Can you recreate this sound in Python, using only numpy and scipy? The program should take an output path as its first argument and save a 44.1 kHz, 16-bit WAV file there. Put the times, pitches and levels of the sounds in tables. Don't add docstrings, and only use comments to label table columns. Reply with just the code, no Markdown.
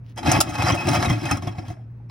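import sys
import numpy as np
from scipy import signal
from scipy.fft import rfft, irfft, next_fast_len
from scipy.io import wavfile
from scipy.ndimage import uniform_filter1d, map_coordinates

SR = 44100
rng = np.random.default_rng(int(sys.argv[2]) if len(sys.argv) > 2 else 0)


def wrap_up_sound(samples):
    columns = np.atleast_2d(samples).T
    tamed = np.clip(columns, -1, 1)
    steps = np.round(tamed * 32767).astype(np.int16)
    wavfile.write(sys.argv[1], SR, steps)


def voltage_ratio(decibels):
    exponent = np.asarray(decibels, float) / 20
    return 10 ** exponent


N = 92610

# start_s, peak_db, table thump over it_db, brightness over it_db, ring_hz
KNOCKS = [(0.176, -24, -23, -19, 900), (0.229, -22, -7.5, -52, 840), (0.261, -15.5, -26, -61, 810),
          (0.314, -6.5, -29, -48, 683), (0.364, -14, -6, -42, 694), (0.489, -32, 1, -10, 690),
          (0.62, -12.5, -43, -21, 2453), (0.664, -18.5, -39, -30, 797), (0.699, -10.5, -18, -38, 896),
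          (0.725, -27, -4, -28, 770), (0.869, -13, -11, -24, 752), (0.883, -14, -22, -17, 870),
          (0.93, -14.5, -17.5, -21, 747), (1.026, -10, -21, -25, 757), (1.049, -18, -9, -18, 706),
          (1.098, -15, -4, -23, 1058), (1.253, -16.5, -21, -28.5, 727), (1.311, -7, -16, -32, 818),
          (1.369, -23.5, -9, -40, 1095), (1.422, -25, -9, -42, 1097), (1.471, -18.5, -13, -53, 700),
          (1.582, -23, -4.5, -37, 730), (1.681, -33.5, 1.5, -17, 740), (1.702, -41, 9, -18, 680)]
KNOCK_S, KNOCK_DB, THUMP_DB, BRIGHT_DB, KNOCK_HZ = np.transpose(KNOCKS)
SHEEN_DB = -19


def mechanism():
    # time_s, grinding_db, table load over it_db
    spin = [(0.16, -58, 23), (0.176, -24.5, -17), (0.218, -46.5, 19), (0.277, -24, 9.5), (0.368, -20, -1),
            (0.389, -26, 14), (0.408, -40.5, -1), (0.44, -37, 5), (0.733, -26, 4), (0.763, -33, 9),
            (0.945, -24.5, 5), (1.217, -36.5, 9.5), (1.324, -30.5, -2.5), (1.398, -46, 14),
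            (1.482, -43, 16.5), (1.505, -46.5, 16.5), (1.718, -52.5, -7), (1.85, -70.5, 13)]
    # start_s, peak_db
    ticks = [
        (0.092, -59.5),
        (0.163, -51),
        (2.097, -40),
    ]
    time_s, grind_db, load_db = np.transpose(spin)
    t = np.arange(N) / SR
    grind_db = np.interp(t, time_s, grind_db, -120, -120)
    load_db = np.interp(t, time_s, load_db)
    clumps = voltage_ratio(grind_db + 2.84 * wobble(70) - 6.0) * rattle()
    knocks = bursts(KNOCK_S, KNOCK_DB - 7.5, rise_s=0.0014, t60_s=0.03)
    shell = clumps + knocks + bursts(*np.transpose(ticks), rise_s=0.001, t60_s=0.036)
    sheen, snaps = bright_edge(clumps, shell)
    fine = voltage_ratio(-4.5) * chatter(uniform_filter1d(shell, size=700))
    return iron_shell(shell) + sheen + fine + struck_parts() + table(grind_db + load_db) + rocking(), snaps


def grit():
    contacts_per_s, spread_db = 5000, 3.5
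    hit = rng.random(N) < contacts_per_s / SR
    size = voltage_ratio(spread_db * rng.exponential(size=N)).clip(0, 8)
    return unit(hit * rng.standard_normal(N) * size)


def rattle():
    taps_per_s, level_db, t60_s = 480, -7, 0.021
    taps = (rng.random(N) < taps_per_s / SR) * rng.uniform(0.19, 1, N)
    decay = voltage_ratio(-60 * np.arange(SR // 10) / SR / t60_s)
    return 1 + voltage_ratio(level_db) * signal.fftconvolve(taps, decay)[:N]


def iron_shell(envelope):
    # centre_hz, width_hz, level_db
    iron = [(593.7, 48, -7), (710, 50, 3.5), (830, 130, -0.5), (1099, 16, -4.5), (1255, 250, -9),
            (1677, 84, -19), (1637, 29, -7), (2118, 90, -5), (2536, 76, -6.5), (3212, 130, -15),
            (4000, 310, -17.5), (5300, 200, -16), (5210, 470, -16), (7700, 450, -23.5)]
    force = grit()
    total = np.zeros(N)
    for k, mode in enumerate(iron):
        mixed = force + np.roll(force, k * SR // 10)
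        coupling = voltage_ratio(2 * wobble(24.3) - 3)
        total += (-1) ** k * body(mixed * envelope * coupling, [mode])
    return total / np.std(body(force, iron))


def bright_edge(clumps, shell):
    # freq_hz, level_db
    spectrum = [(3000, -65.5), (6000, 4.5), (8400, 3.5), (10200, -6), (12500, -12), (15500, -9.5),
                (16500, -17)]
    # centre_hz, width_hz, level_db
    edge_modes = [(7160, 120, 10), (8020, 100, 4.5), (9300, 110, -4), (10500, 120, -3.5), (13400, 200, -5),
                  (14000, 200, -12.5)]
    # start_s, peak_db
    spikes = [(.094, -62), (0.159, -55), (0.317, -18), (.358, -44), (0.491, -41), (0.748, -30.5),
              (1.255, -38), (1.3126, -23.5), (1.371, -39), (1.423, -45.5), (1.472, -40)]
    bright = unit(filtered(grit(), lambda hz: voltage_ratio(along(spectrum, hz))))
    snaps = bright * bursts(*np.transpose(spikes), rise_s=0.00017, t60_s=0.04)
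    grinding = voltage_ratio(SHEEN_DB) * uniform_filter1d(clumps, size=900)
    knocks = bursts(KNOCK_S, KNOCK_DB + BRIGHT_DB - 2.5, rise_s=0.00028, t60_s=0.12)
    edge_force = voltage_ratio(SHEEN_DB) * uniform_filter1d(shell, size=900)
    ringing = voltage_ratio(3.5) * driven(grit(), edge_force, edge_modes)
    return bright * (grinding + knocks) + ringing, snaps


def chatter(envelope):
    fine_hz = [528, 684, 870, 1116, 1251, 1354, 1638, 1835, 1982, 2300, 2545, 3255, 4978, 5430]
    taps_per_s, detune, width_hz, tilt_db_per_octave = 90, 0.012, 20, -3
    modes = []
    for hz in fine_hz:
        ratio = hz / fine_hz[0]
        for k in (-1, 1):
            modes.append((hz * (1 + detune * k), width_hz * np.sqrt(ratio), tilt_db_per_octave * np.log2(ratio)))
    shape = (len(modes), N)
    taps = (rng.random(shape) < taps_per_s / SR) * rng.standard_normal(shape)
    ringing = [body(np.array([tap, tap * envelope]), [mode]) for tap, mode in zip(taps, modes)]
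    steady, shaped = np.sum(ringing, axis=0)
    return shaped / steady.std()


def struck_parts():
    # start_s, peak_db, ring_hz
    settles = [
        (1.549, -34.5, 830),
        (1.64, -38, 800),
        (1.703, -28.5, 714),
        (1.769, -42.5, 654),
        (1.795, -47, 760),
        (2.001, -50, 830),
    ]
    # start_s, peak_db, ring_hz
    pings = [(.332, -30, 4870), (0.384, -33, 5500), (.5226, -32, 1270), (.558, -37, 2530),
             (0.6193, -25, 1296), (.638, -30.5, 4000), (0.647, -28, 5470), (0.6653, -24.5, 1990),
             (0.677, -27, 5530), (.685, -22.5, 4860), (.7, -15, 1073), (0.703, -25.5, 3020),
             (0.709, -27, 2502), (0.722, -25, 5940), (0.722, -25, 3280), (.735, -26.5, 2098),
             (0.776, -29, 2610), (.8554, -31, 2620), (0.8856, -27.5, 2590), (0.9294, -28, 1110),
             (0.96, -37, 2550), (1.028, -25, 1303), (1.0464, -23, 2180), (1.058, -26, 3815),
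             (1.083, -23, 2110), (1.095, -38, 5300), (1.1033, -22, 2035), (1.107, -26, 3280),
             (1.2366, -38, 1620), (1.2584, -24.5, 2540), (1.289, -25.5, 1800), (1.292, -38, 5300),
             (1.3096, -18.5, 1250), (1.313, -19, 2574), (1.323, -26, 5300), (1.424, -44, 5400),
             (1.477, -30, 1082), (1.478, -34.5, 3294), (1.584, -44.5, 2100), (1.681, -45, 3240),
             (1.701, -47.5, 2050)]
    knocks = rings(KNOCK_S, KNOCK_DB - 9, KNOCK_HZ, t60_s=0.073)
    return knocks + rings(*np.transpose(settles), t60_s=0.064) + rings(*np.transpose(pings), t60_s=0.054)


def table(load_db):
    # centre_hz, width_hz, level_db
    table_modes = [(100, 72.3, 2.5), (163, 45, -12.5), (229, 21.5, -11), (316, 91.3, -4)]
    thump_db = KNOCK_DB + THUMP_DB
    load = voltage_ratio(load_db + 3 * wobble(21) + 1.8 * wobble(9.34) - 3.5)
    load = load + bursts(KNOCK_S, thump_db, rise_s=0.0014, t60_s=0.11)
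    push_hz = 110.7 * (1 + 0.096 * rng.standard_normal(len(KNOCK_S)))
    pushed = rings(KNOCK_S, thump_db + 8.5, push_hz, t60_s=0.14)
    return pushed + driven(rng.standard_normal(N), load, table_modes)


def rocking():
    # start_s, length_s, peak_db, pitch_hz
    sways = [(.278, 0.02, -8.5, 111.8), (0.32, 0.05, -14, 108.2), (0.494, 0.048, -28, 102),
             (0.583, 0.036, -16.5, 100), (0.636, 0.021, -14.5, 106), (.668, 0.03, -19, 100),
             (0.717, 0.024, -12, 109), (0.771, 0.017, -37, 110.4), (0.866, 0.036, -24.5, 95.3),
             (0.902, 0.12, -25, 109.5), (1.071, 0.02, -12, 100), (1.085, 0.059, -15, 109.8),
             (1.146, 0.05, -20.5, 111.6), (1.225, 0.027, -20.5, 129), (1.269, 0.043, -26.5, 108.5),
             (1.311, 0.048, -17.5, 107.8), (1.376, 0.052, -25, 100), (1.457, 0.082, -28, 103.4),
             (1.557, 0.11, -39.5, 113), (1.62, .06, -30, 100)]
    upper_ratio, upper_db = 2.6, -10
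    turn = 2 * np.pi * np.arange(N) / SR
    total = np.zeros(N)
    for start_s, length_s, peak_db, hz in sways:
        tone = np.sin(hz * turn) + voltage_ratio(upper_db) * np.sin(upper_ratio * hz * turn)
        total += strokes([(start_s, length_s, peak_db)]) * tone
    return total


def clack():
    # centre_hz, width_hz, level_db
    stop_modes = [(760, 120, 7), (1335, 130, 0.5), (2100, 200, -3.5), (3620, 1700, -7.5), (5460, 1000, -3),
                  (7030, 210, 6), (7970, 400, 0), (10100, 1400, -6), (14200, 2000, -10)]
    # start_s, peak_db, ring_hz
    clack_body = [
        (.405, -19, 760),
        (.4075, -12, 1350),
        (.4055, -9.5, 4980),
        (.409, -23.5, 10300),
    ]
    hit_s, rebound_gap_s, peak_db = 0.403, 0.006, -10.5
    blows = bursts([hit_s, hit_s + rebound_gap_s], [peak_db, peak_db], rise_s=0.00048, t60_s=0.037)
    return driven(rng.standard_normal(N), blows, stop_modes) + rings(*np.transpose(clack_body), t60_s=0.022)


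def rubbing():
    # start_s, length_s, level_db
    rubs = [
        (0.035, 0.11, -63.5),
        (1.65, 0.084, -56.5),
    ]
    # freq_hz, level_db
    rub_spectrum = [(500, -8.5), (2000, 1), (5000, -4.5), (9000, -20), (16500, -11)]
    # start_s, length_s, level_db
    squeals = [
        (.545, 0.07, -36),
        (.605, 0.022, -26),
        (.75, 0.1, -33),
        (.855, 0.026, -50),
        (.92, 0.076, -41.5),
        (1.11, 0.049, -36.5),
    ]
    squeal_hz, waver_rad = 2554, 0.95
    phase = 2 * np.pi * squeal_hz * np.arange(N) / SR + waver_rad * wobble(59.6)
    tone = np.sin(phase) * voltage_ratio(3.1 * wobble(100))
    rub = unit(filtered(grit(), lambda hz: voltage_ratio(along(rub_spectrum, hz))))
    return strokes(rubs) * rub + strokes(squeals) * tone


def ports(x):
    # freq_hz, phase_rad
    port_phase = [(0, 0), (200, -.15), (350, -.6), (950, -1), (1500, -.8), (2500, 1.2), (3100, -.8),
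                  (4050, 1), (5200, 0), (7500, 3.14), (11000, 6.28), (14300, 9.42), (17000, 11.5)]
    # freq_hz, level_db
    port_pan = [(60, -1.1), (380, 3), (700, 1), (1400, -4), (2600, 3.5), (5000, 0.5)]
    f, turn = np.transpose(port_phase)
    side = np.array([[.5], [-.5]])
    return filtered(x, lambda hz: voltage_ratio(side * along(port_pan, hz)) * np.exp(1j * side * np.interp(hz, f, turn)))


def room(x):
    # freq_hz, t60_s
    decay_times = [(100, .15), (700, 0.32), (3000, 0.09), (10000, 0.069)]
    # freq_hz, level_db
    wet_spectrum = [(100, -32), (300, -8.5), (1000, -15.5), (3000, -6), (8000, -4)]
    hz, t, z = signal.stft(rng.standard_normal((2, SR // 2)), SR, nperseg=256)
    decay = voltage_ratio(-60 * t / along(decay_times, hz)[:, None])
    tail = signal.istft(z * decay, SR, nperseg=256)[1]
    tail = tail / np.linalg.norm(tail, axis=1, keepdims=True)
    wet = signal.fftconvolve(x[None], tail, axes=1)[:, :N]
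    return filtered(wet, lambda hz: voltage_ratio(along(wet_spectrum, hz)))


def background():
    # freq_hz, density_db_per_hz
    air_spectrum = [(25, -3.5), (130, -9.5), (200, -14.5), (500, -32), (1000, -38), (2650, -48),
                    (2850, -56.5), (15000, -72)]
    # freq_hz, correlation
    air_alike = [(60, 0.94), (290, .87), (640, 0.32), (1400, .1), (15000, .3)]
    hum_hz, hum_db, drift_rad, air_db = 116.54, -34, 0.42, -42
    phase = 2 * np.pi * hum_hz * np.arange(N) / SR + drift_rad * wobble(22)
    hum = np.sin(phase) * voltage_ratio(hum_db + wobble(23))

    def mid_side(hz):
        turn = np.arccos(np.clip(along(air_alike, hz), -1, 1)) / 2
        return voltage_ratio(along(air_spectrum, hz)) * [np.cos(turn), np.sin(turn)]

    mid, side = filtered(rng.standard_normal((2, N)), mid_side)
    return hum + voltage_ratio(air_db) * unit(np.array([mid + side, mid - side]))


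def with_gaps(pair):
    # low_hz, high_hz
    sum_gaps = [(6800, 8200), (13000, 23000)]
    # low_hz, high_hz
    difference_gaps = [(9900, 12200), (15900, 23000)]
    gap_db, edge_hz, strip_hz, strip_half_width_hz = -42, 60, 15680, 200

    def step(hz):
        return (1 + np.tanh(hz / edge_hz)) / 2

    def gap(bands, hz):
        return voltage_ratio(gap_db * sum(step(hz - lo) * step(hi - hz) for lo, hi in bands))

    halves = np.array([pair[0] + pair[1], pair[0] - pair[1]]) / 2
    mid, side = filtered(halves, lambda hz: np.array([gap(sum_gaps, hz), gap(difference_gaps, hz)]))
    gated = pair.sum(0) * (wobble(14) > 0)
    mid = mid + filtered(gated, lambda hz: step(strip_half_width_hz - abs(hz - strip_hz)))
    return np.array([mid + side, mid - side])


def body(x, modes):
    def response(f):
        return sum((-1) ** k * voltage_ratio(db) * 1j * f * w / (c * c - f * f + 1j * f * w)
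                   for k, (c, w, db) in enumerate(modes))
    return filtered(x, response)


def driven(force, envelope, modes):
    return body(force * envelope, modes) / np.std(body(force, modes))


def bursts(times, levels_db, rise_s, t60_s):
    t = (np.arange(N) / SR - np.array(times)[:, None]).clip(0)
    decay = voltage_ratio(np.array(levels_db)[:, None] - 60 * t / t60_s)
    return (decay * (1 - np.exp(-t / rise_s))).sum(0)


def rings(times, levels_db, pitches_hz, t60_s):
    t = (np.arange(N) / SR - times[:, None]).clip(0)
    envelope = voltage_ratio(levels_db[:, None] - 60 * t / t60_s) * (1 - np.exp(-t / .0004))
    return (envelope * np.sin(2 * np.pi * pitches_hz[:, None] * t)).sum(0)


def strokes(rows):
    t = np.arange(N) / SR
    return sum(voltage_ratio(db) * np.sin(np.pi * ((t - s) / length).clip(0, 1)) for s, length, db in rows)


def wobble(rate):
    return map_coordinates(rng.standard_normal(1000), [np.arange(N) * min(rate, 400) / SR])


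def filtered(x, response):
    m = next_fast_len(N + SR // 2)
    return irfft(rfft(x, m) * response(np.fft.rfftfreq(m, 1 / SR)), m)[..., :N]


def along(points, hz):
    f, v = np.transpose(points)
    return np.interp(np.log(hz + 1), np.log(f + 1), v)


def unit(x):
    return x / np.sqrt(np.mean(x ** 2) + 1e-20)


def scene():
    spin, snaps = mechanism()
    spin = spin + rubbing()
    sharp = snaps + clack()
    return with_gaps(ports(spin) + room(spin + sharp) + background()) + ports(sharp)


def low_pass(x):
    return signal.sosfilt(signal.butter(12, 16460, fs=SR, output="sos"), x)


def record(dry):
    low_cut_hz, limit, top_hz = 36.6, 0.85, 16400
    heard = filtered(dry, lambda hz: (1j * hz / (low_cut_hz + 1j * hz)) ** 4)
    heard = heard / (1 + np.abs(heard / limit) ** 4) ** .25
    mix = filtered(heard, lambda hz: (1 - np.tanh((hz - top_hz) / 80)) / 2)
    return low_pass(mix)


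dry = scene()
out = record(dry)
wrap_up_sound(out)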